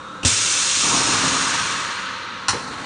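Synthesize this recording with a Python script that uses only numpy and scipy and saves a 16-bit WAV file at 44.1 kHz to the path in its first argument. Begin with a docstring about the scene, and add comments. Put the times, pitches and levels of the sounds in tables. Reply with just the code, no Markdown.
"""A pump hums steadily in a workshop; then a vent valve ticks and opens with a thump.
A jet hisses through it, joined by a hollow rush and a rumble as air refills a steel vacuum chamber.
The air dulls and fades as the pressure evens out; the lid springs free with a clunk and swings up.
Air and friction are coloured noise under level curves, the hum is wavering sines,
and the metal is decaying modes and bursts of noise."""
import sys
import numpy as np
from scipy import signal
from scipy.fft import rfft, irfft
from scipy.io import wavfile

SR = 44100
rng = np.random.default_rng(int(sys.argv[2]) if len(sys.argv) > 2 else 0)


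def transcribe(signal):
    """Save signal, clipped to [-1, 1], as a 16-bit WAV file at the path in sys.argv[1]."""
    frames = np.atleast_2d(signal).T
    limited = np.clip(frames, -1, 1)
    pcm = np.round(limited * 32767).astype(np.int16)
    wavfile.write(sys.argv[1], SR, pcm)


N = 125685

# Spectrum of the jet of air. Each row: frequency in Hz, relative density in dB per Hz.
JET_SPECTRUM = [(30, -29.5), (100, -7), (170, -19), (280, -9), (450, -11.5), (700, -14.5), (1000, -9),
                (1500, -5), (2100, -6.5), (2600, -2.5), (3300, -1.5), (3650, -0.5), (4300, 0.5),
                (4850, -4.5), (5200, -0.5), (6800, 1), (7400, -6), (8500, -3.5), (8750, -4), (9600, -10)]
# Spectrum of the rumble of air in the chamber. Each row: frequency in Hz, relative density in dB per Hz.
RUMBLE_SPECTRUM = [(25, -32), (55, -11), (110, -3), (190, -2.5), (300, -2), (400, -5.5), (520, -7.5),
                   (800, -7.5), (1200, -0.5), (2500, -47.5)]
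# Resonances of the lid's linkage. Each row: centre in Hz, lift in dB.
LINKAGE_RESONANCES = [(472, 4.4), (867, 6.1), (4090, 4)]
LINKAGE_WIDTH_HZ = 41
VALVE_S, VALVE_RISE_S = 0.248, 0.003  # air starts to flow, and takes this long to open fully
UNSEAT_S, UNSEAT_RISE_S = 0.2492, 0.0005  # the valve leaves its seat
PANEL_RISE_S = 0.0067
CLUNK_S = 2.4828  # the lid springs free


def from_db(db):
    """Decibels to gain."""
    return 10 ** (np.asarray(db) / 20)


def seconds():
    """Time of every sample."""
    return np.arange(N) / SR


def level(curve):
    """Gain along a curve of (s, dB), straight in dB between points."""
    return from_db(np.interp(seconds(), *np.transpose(curve)))


def onset(start, rise):
    """Straight fade-in from silence to full, then held."""
    return np.clip((seconds() - start) / rise, 0, 1)


def drift(hz):
    """Random wavering with spread 1: noise that weakens smoothly above about the given rate."""
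    f = np.fft.rfftfreq(2 * N, 1 / SR)
    spectrum = rfft(rng.standard_normal(2 * N)) / (1 + (f / hz) ** 2)
    slow = irfft(spectrum)[:N]
    return (slow - slow.mean()) / slow.std()


def noise(colour, resonances=(), width=1):
    """Noise of a given colour, lifted at narrow resonances (width in Hz); rms 1."""
    f = np.fft.rfftfreq(N, 1 / SR) + 1e-3  # keeps the logarithm finite
    hz, db = np.transpose(colour)
    gain = from_db(np.interp(np.log(f), np.log(hz), db))
    gain = gain * np.minimum(f / 20, 1)  # fades below 20 Hz
    for centre, lift_db in resonances:
        gain = gain * from_db(lift_db / (1 + (2 * (f - centre) / width) ** 2))
    x = irfft(rfft(rng.standard_normal(N)) * gain, N)
    return x / x.std()


def blow(start, rise, hold, t60):
    """Envelope of a knock: rise, hold and exponential decay by 60 dB in t60."""
    age = seconds() - start
    decay_age = np.maximum(age - rise - hold, 0)
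    return np.clip(age / rise, 0, 1) * np.exp(-np.log(1000) * decay_age / t60)


def blows(knocks, rise, t60):
    """Envelope of a run of unrelated knocks (s, dB); their powers add."""
    power = 0
    for start, db in knocks:
        power = power + (from_db(db) * blow(start, rise, 0, t60)) ** 2
    return np.sqrt(power)


def struck(modes, start, rise):
    """Decaying modes (Hz, dB, t60 s), all set ringing from rest by one blow."""
    age = seconds() - start
    ring = np.zeros(N)
    for hz, db, t60 in modes:
        ring += from_db(db) * blow(start, rise, 0, t60) * np.sin(2 * np.pi * hz * age)
    return ring


def workshop(x):
    """Direct sound plus dense reflections from steel and walls, which carve fine peaks and notches above the bass."""
    room_db, room_t60, room_low_hz = -6, 0.25, 1500
    no_bass = signal.butter(2, room_low_hz, "high", fs=SR, output="sos")
    tail = signal.sosfilt(no_bass, rng.standard_normal(N))
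    tail = tail * from_db(-60 * seconds() / room_t60)
    tail = tail / np.linalg.norm(tail)
    wet = irfft(rfft(x) * rfft(tail), N)
    return (x + from_db(room_db) * wet) / np.hypot(1, from_db(room_db))


def pump_whirr():
    """The pump's steady broadband noise, coloured by resonances of its housing."""
    # Spectrum of the whirr. Each row: frequency in Hz, relative density in dB per Hz.
    whirr_colour = [(25, -23.5), (60, -15.5), (110, -10), (180, -11), (240, -10.5), (310, -10), (390, -15),
                    (520, -8), (700, -19), (900, -9.5), (1300, -4), (1600, -10.5), (1950, -21), (2600, -20),
                    (3100, -23), (3700, -17), (4300, -25.5), (4900, -32.5), (6000, -29), (9600, -37)]
    # Resonances of the housing. Each row: centre in Hz, lift in dB.
    housing_resonances = [(291, 4.5), (1087, 3), (1320, 8), (3670, 4.5)]
    whirr_db, housing_width_hz = -34.5, 55
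    return from_db(whirr_db) * workshop(noise(whirr_colour, housing_resonances, housing_width_hz))


def pump_hum():
    """The pump's tones: sines that each waver in pitch and level on their own."""
    # Tones of the hum. Each row: mean frequency in Hz, rms level in dB before trim and waver.
    hum_tones = [(102, -54.5), (188.4, -45.5), (516.8, -48), (1079, -49), (1104, -48.5), (1152, -55.5),
                 (1308, -45.5), (1373, -51.5), (3505, -64), (3682, -53.5)]
    trim_db, waver_db, wander_hz = -5, 2.5, 3.34
    hum = np.zeros(N)
    for hz, db in hum_tones:
        phase = 2 * np.pi * np.cumsum(hz + wander_hz * drift(11.0)) / SR
        gain = from_db(db + trim_db + waver_db * drift(6.9))
        hum += gain * np.sqrt(2) * np.sin(phase)
    return hum


def valve_tick():
    """The valve armature ticks just before it opens: one short burst of coloured noise."""
    # Spectrum of the tick. 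Each row: frequency in Hz, relative density in dB per Hz.
    tick_colour = [(300, -4.5), (2000, -26), (2850, -2.5), (3700, -22), (6000, -16), (9600, -26)]
    tick_s, tick_db, tick_t60 = 0.2305, -25, 0.17
    return from_db(tick_db) * blow(tick_s, 0.00084, 0.0032, tick_t60) * noise(tick_colour)


def valve_unseating():
    """A first spit of air, a knock as the valve hits its stop and a longer low boom."""
    spit_db, spit_t60 = -16.5, 0.045
    knock_db, knock_t60 = -19, 0.02
    boom_db, boom_t60 = -29, 0.39
    spit = from_db(spit_db) * blow(UNSEAT_S, UNSEAT_RISE_S, 0, spit_t60) * noise(JET_SPECTRUM)
    knock = from_db(knock_db) * blow(UNSEAT_S, UNSEAT_RISE_S, 0, knock_t60) * noise(RUMBLE_SPECTRUM)
    boom = from_db(boom_db) * blow(UNSEAT_S, PANEL_RISE_S, 0, boom_t60) * noise(RUMBLE_SPECTRUM)
    return spit + knock + boom


def panel_thump():
    """The suction jerks the cabinet panels inward, so their decaying modes start with a negative swing."""
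    # Panel modes. Each row: frequency in Hz, level in dB before trim and envelope, t60 in seconds.
    panel_modes = [(62, -24, .07), (88.3, -10.5, 0.13), (101.5, -30.5, 0.98), (113.3, -30, 0.73),
                   (248.4, -21.5, 0.15), (500, -30, 0.11)]
    thump_s, trim_db = 0.249, -1.5
    return -from_db(trim_db) * struck(panel_modes, thump_s, PANEL_RISE_S)


def air_jet():
    """Turbulent hiss through valve and pipe: it starts with a surge, flutters, and its sheen dies first."""
    # Course of the jet. Each row: time in seconds, level in dB before surge, flutter and added sheen.
    jet_level = [(.25, -17.5), (.45, -19.5), (.65, -19), (.85, -18), (1.05, -19.5), (1.3, -21.5),
                 (1.55, -24), (1.8, -30.5), (2.0, -39.5), (2.2, -49.5), (2.45, -73), (2.85, -67)]
    # Valve and pipe resonances. Each row: centre in Hz, lift in dB.
    pipe_resonances = [(2661, 4.5), (3187, 4.5), (3663, 4.5), (5744, 6.5), (5883, 5.5), (6150, 5),
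                       (6400, 6), (6590, 6.5), (6705, 5), (6867, 4.5), (7003, 5.5), (7385, 6.5), (7530, 7),
                       (8560, 6)]
    # Spectrum of the brightest hiss. Each row: frequency in Hz, relative density in dB per Hz.
    sheen_colour = [(6000, -32), (7400, 0.5), (8100, -2.5), (9600, -11)]
    pipe_width_hz = 34
    surge_db, surge_s = 3, 0.045  # extra level at the start, and its decay time constant
    flutter_db, flutter_hz = 0.66, 26
    sheen_db, sheen_fall_db_per_s = -6, 12  # relative to the jet; falls as the pressure gap closes
    age = np.maximum(seconds() - VALVE_S, 0)
    sheen = noise(sheen_colour, pipe_resonances, pipe_width_hz)
    sheen = sheen * from_db(sheen_db - sheen_fall_db_per_s * age)
    hiss = workshop(noise(JET_SPECTRUM, pipe_resonances, pipe_width_hz) + sheen)
    unsteadiness = from_db(surge_db * np.exp(-age / surge_s) + flutter_db * drift(flutter_hz))
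    return onset(VALVE_S, VALVE_RISE_S) * level(jet_level) * unsteadiness * hiss


def chamber_air():
    """A hollow rush, then an abrupt low roar: noise through chamber resonances, shaken by the same gusts."""
    # Course of the rush. Each row: time in seconds, level in dB before gusts.
    rush_level = [(.25, -37.5), (.82, -32.5), (.85, -29), (1.08, -24.5), (1.3, -23.5), (1.55, -23.5),
                  (1.8, -25.5), (2.0, -27.5), (2.2, -31), (2.47, -35), (2.6, -34.5), (2.85, -69)]
    # Spectrum of the rush. Each row: frequency in Hz, relative density in dB per Hz.
    rush_colour = [(60, -38), (400, -31.5), (560, -11), (720, -30), (900, -5), (1250, 0.5), (1720, -1),
                   (2050, -5), (2600, -4), (3300, -8), (4200, -5.5), (4900, -16.5), (6500, -18.5),
                   (7700, -32), (9600, -41)]
    # Course of the rumble. Each row: time in seconds, level in dB before breakout and gusts.
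    rumble_level = [(.83, -30), (.92, -24), (1.1, -25.5), (1.3, -25.5), (1.5, -31.5), (1.8, -35.5),
                    (2.1, -47.5), (2.85, -76)]
    # Chamber resonances. Each row: centre in Hz, lift in dB.
    chamber_resonances = [(271, 8), (928, 7), (1083, 3.5), (1157, 5), (1248, 5), (1432, 4), (1545, 3)]
    chamber_width_hz = 21
    roar_s, roar_rise_s = 0.829, 0.0053
    gust_hz, rush_gust_db, roar_gust_db = 25, 0.3, 1.35
    gust = drift(gust_hz)
    rush = workshop(noise(rush_colour, chamber_resonances, chamber_width_hz))
    rush = rush * level(rush_level) * from_db(rush_gust_db * gust)
    roar = noise(RUMBLE_SPECTRUM, chamber_resonances, chamber_width_hz)
    roar = roar * level(rumble_level) * from_db(roar_gust_db * gust)
    roar = roar * onset(roar_s, roar_rise_s)
    return onset(VALVE_S, VALVE_RISE_S) * (rush + roar)  # nothing flows before the valve opens


def lid_clunk():
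    """The seal lets go with a bright crack; metal contacts chatter, the lid's modes ring and the room answers."""
    # Metal contacts. Each row: start in seconds, peak level in dB before chatter.
    clashes = [(2.483, -13), (2.4872, -19), (2.4922, -15), (2.4975, -28), (2.505, -18)]
    # Spectrum of the clunk. Each row: frequency in Hz, relative density in dB per Hz.
    clunk_colour = [(40, -34), (100, 4.5), (200, -22.5), (320, -12), (600, -33), (800, -3.5), (1030, -2.5),
                    (1200, -3), (1370, -7), (1800, -1), (2300, -13), (3000, -7.5), (3600, -17),
                    (4050, -0.5), (4900, -7.5), (5700, -2), (6500, -8), (7200, -9), (7900, -13.5),
                    (9500, -11.5)]
    # Lid modes. Each row: frequency in Hz, level in dB before the envelope, t60 in seconds.
    lid_modes = [(1038, -22.5, 0.093), (1072, -28, 0.56), (1350, -18.5, 0.13), (1410, -26, .25),
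                 (1757, -28, 0.24), (3950, -28, 0.28), (4110, -31, 0.6), (4310, -41, .45),
                 (5378, -32, 0.16), (5900, -31, .25)]
    snap_db, snap_t60 = -17, 0.021
    clash_t60, chatter_db, chatter_hz = 0.1, 1, 500
    tail_db, tail_t60 = -28, 0.66
    snap = from_db(snap_db) * blow(CLUNK_S, 0.00021, 0, snap_t60) * noise(JET_SPECTRUM)
    clash = blows(clashes, 0.00037, clash_t60) * workshop(noise(clunk_colour))
    clash = clash * from_db(chatter_db * drift(chatter_hz))
    ring = struck(lid_modes, CLUNK_S, 0.0043)
    room = from_db(tail_db) * blow(CLUNK_S, 0.03, 0, tail_t60) * noise(clunk_colour)
    return snap + clash + ring + room


def linkage_knocks():
    """Loose knocks of the linkage: dull noise bursts lifted at its resonances."""
    # Knocks. Each row: start in seconds, peak level in dB.
    thuds = [(2.529, -23.5), (2.543, -24.5), (2.565, -28.5), (2.708, -33.5)]
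    # Spectrum of the knocks. Each row: frequency in Hz, relative density in dB per Hz.
    thud_colour = [(40, -28), (110, 4), (210, -3.5), (340, -3), (480, 3.5), (650, -16), (900, -2),
                   (3000, -15), (9000, -45)]
    thud_rise_s, thud_t60 = 0.0024, 0.18
    body = noise(thud_colour, LINKAGE_RESONANCES, LINKAGE_WIDTH_HZ)
    return blows(thuds, thud_rise_s, thud_t60) * body


def lid_swing():
    """Friction noise: the lid rustles unevenly as it rises, and its arms start to rub on their pivots."""
    # Spectrum of the rustle. Each row: frequency in Hz, relative density in dB per Hz.
    swing_colour = [(30, -15), (100, -4), (280, 4.5), (450, -10.5), (850, -0.5), (1400, -4.5), (2000, -2.5),
                    (3200, -24.5), (4200, -3.5), (5000, -14.5), (6500, -14), (9600, -21.5)]
    # Spectrum of the rub. Each row: frequency in Hz, relative density in dB per Hz.
    rub_colour = [(700, -16), (1200, 7), (1900, 1), (3000, 1.5), (4300, -6), (9600, -33)]
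    swing_s, swing_rise_s, swing_db = 2.55, 0.082, -34
    rub_s, rub_rise_s, rub_db = 2.718, 0.005, -37.5
    uneven_db, uneven_hz = 1.2, 45
    rustle = noise(swing_colour, LINKAGE_RESONANCES, LINKAGE_WIDTH_HZ)
    rustle = from_db(swing_db) * onset(swing_s, swing_rise_s) * rustle
    rub = from_db(rub_db) * onset(rub_s, rub_rise_s) * noise(rub_colour)
    return (rustle + rub) * from_db(uneven_db * drift(uneven_hz))


def scene():
    """The whole machine as one channel."""
    pump = pump_whirr() + pump_hum()
    valve = valve_tick() + valve_unseating() + panel_thump()
    air = air_jet() + chamber_air()
    lid = lid_clunk() + linkage_knocks() + lid_swing()
    return (pump + valve + air + lid)[None]


def record(dry):
    """The deep bass is rolled off and the top is cut steeply."""
    low_cut_hz, cutoff_hz = 39, 9730
    low_cut = signal.butter(3, low_cut_hz, "high", fs=SR, output="sos")
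    top_cut = signal.ellip(12, 0.1, 70, cutoff_hz, fs=SR, output="sos")
    thin = signal.sosfilt(low_cut, dry)
    return signal.sosfilt(top_cut, thin)


dry = scene()
out = record(dry)
transcribe(out)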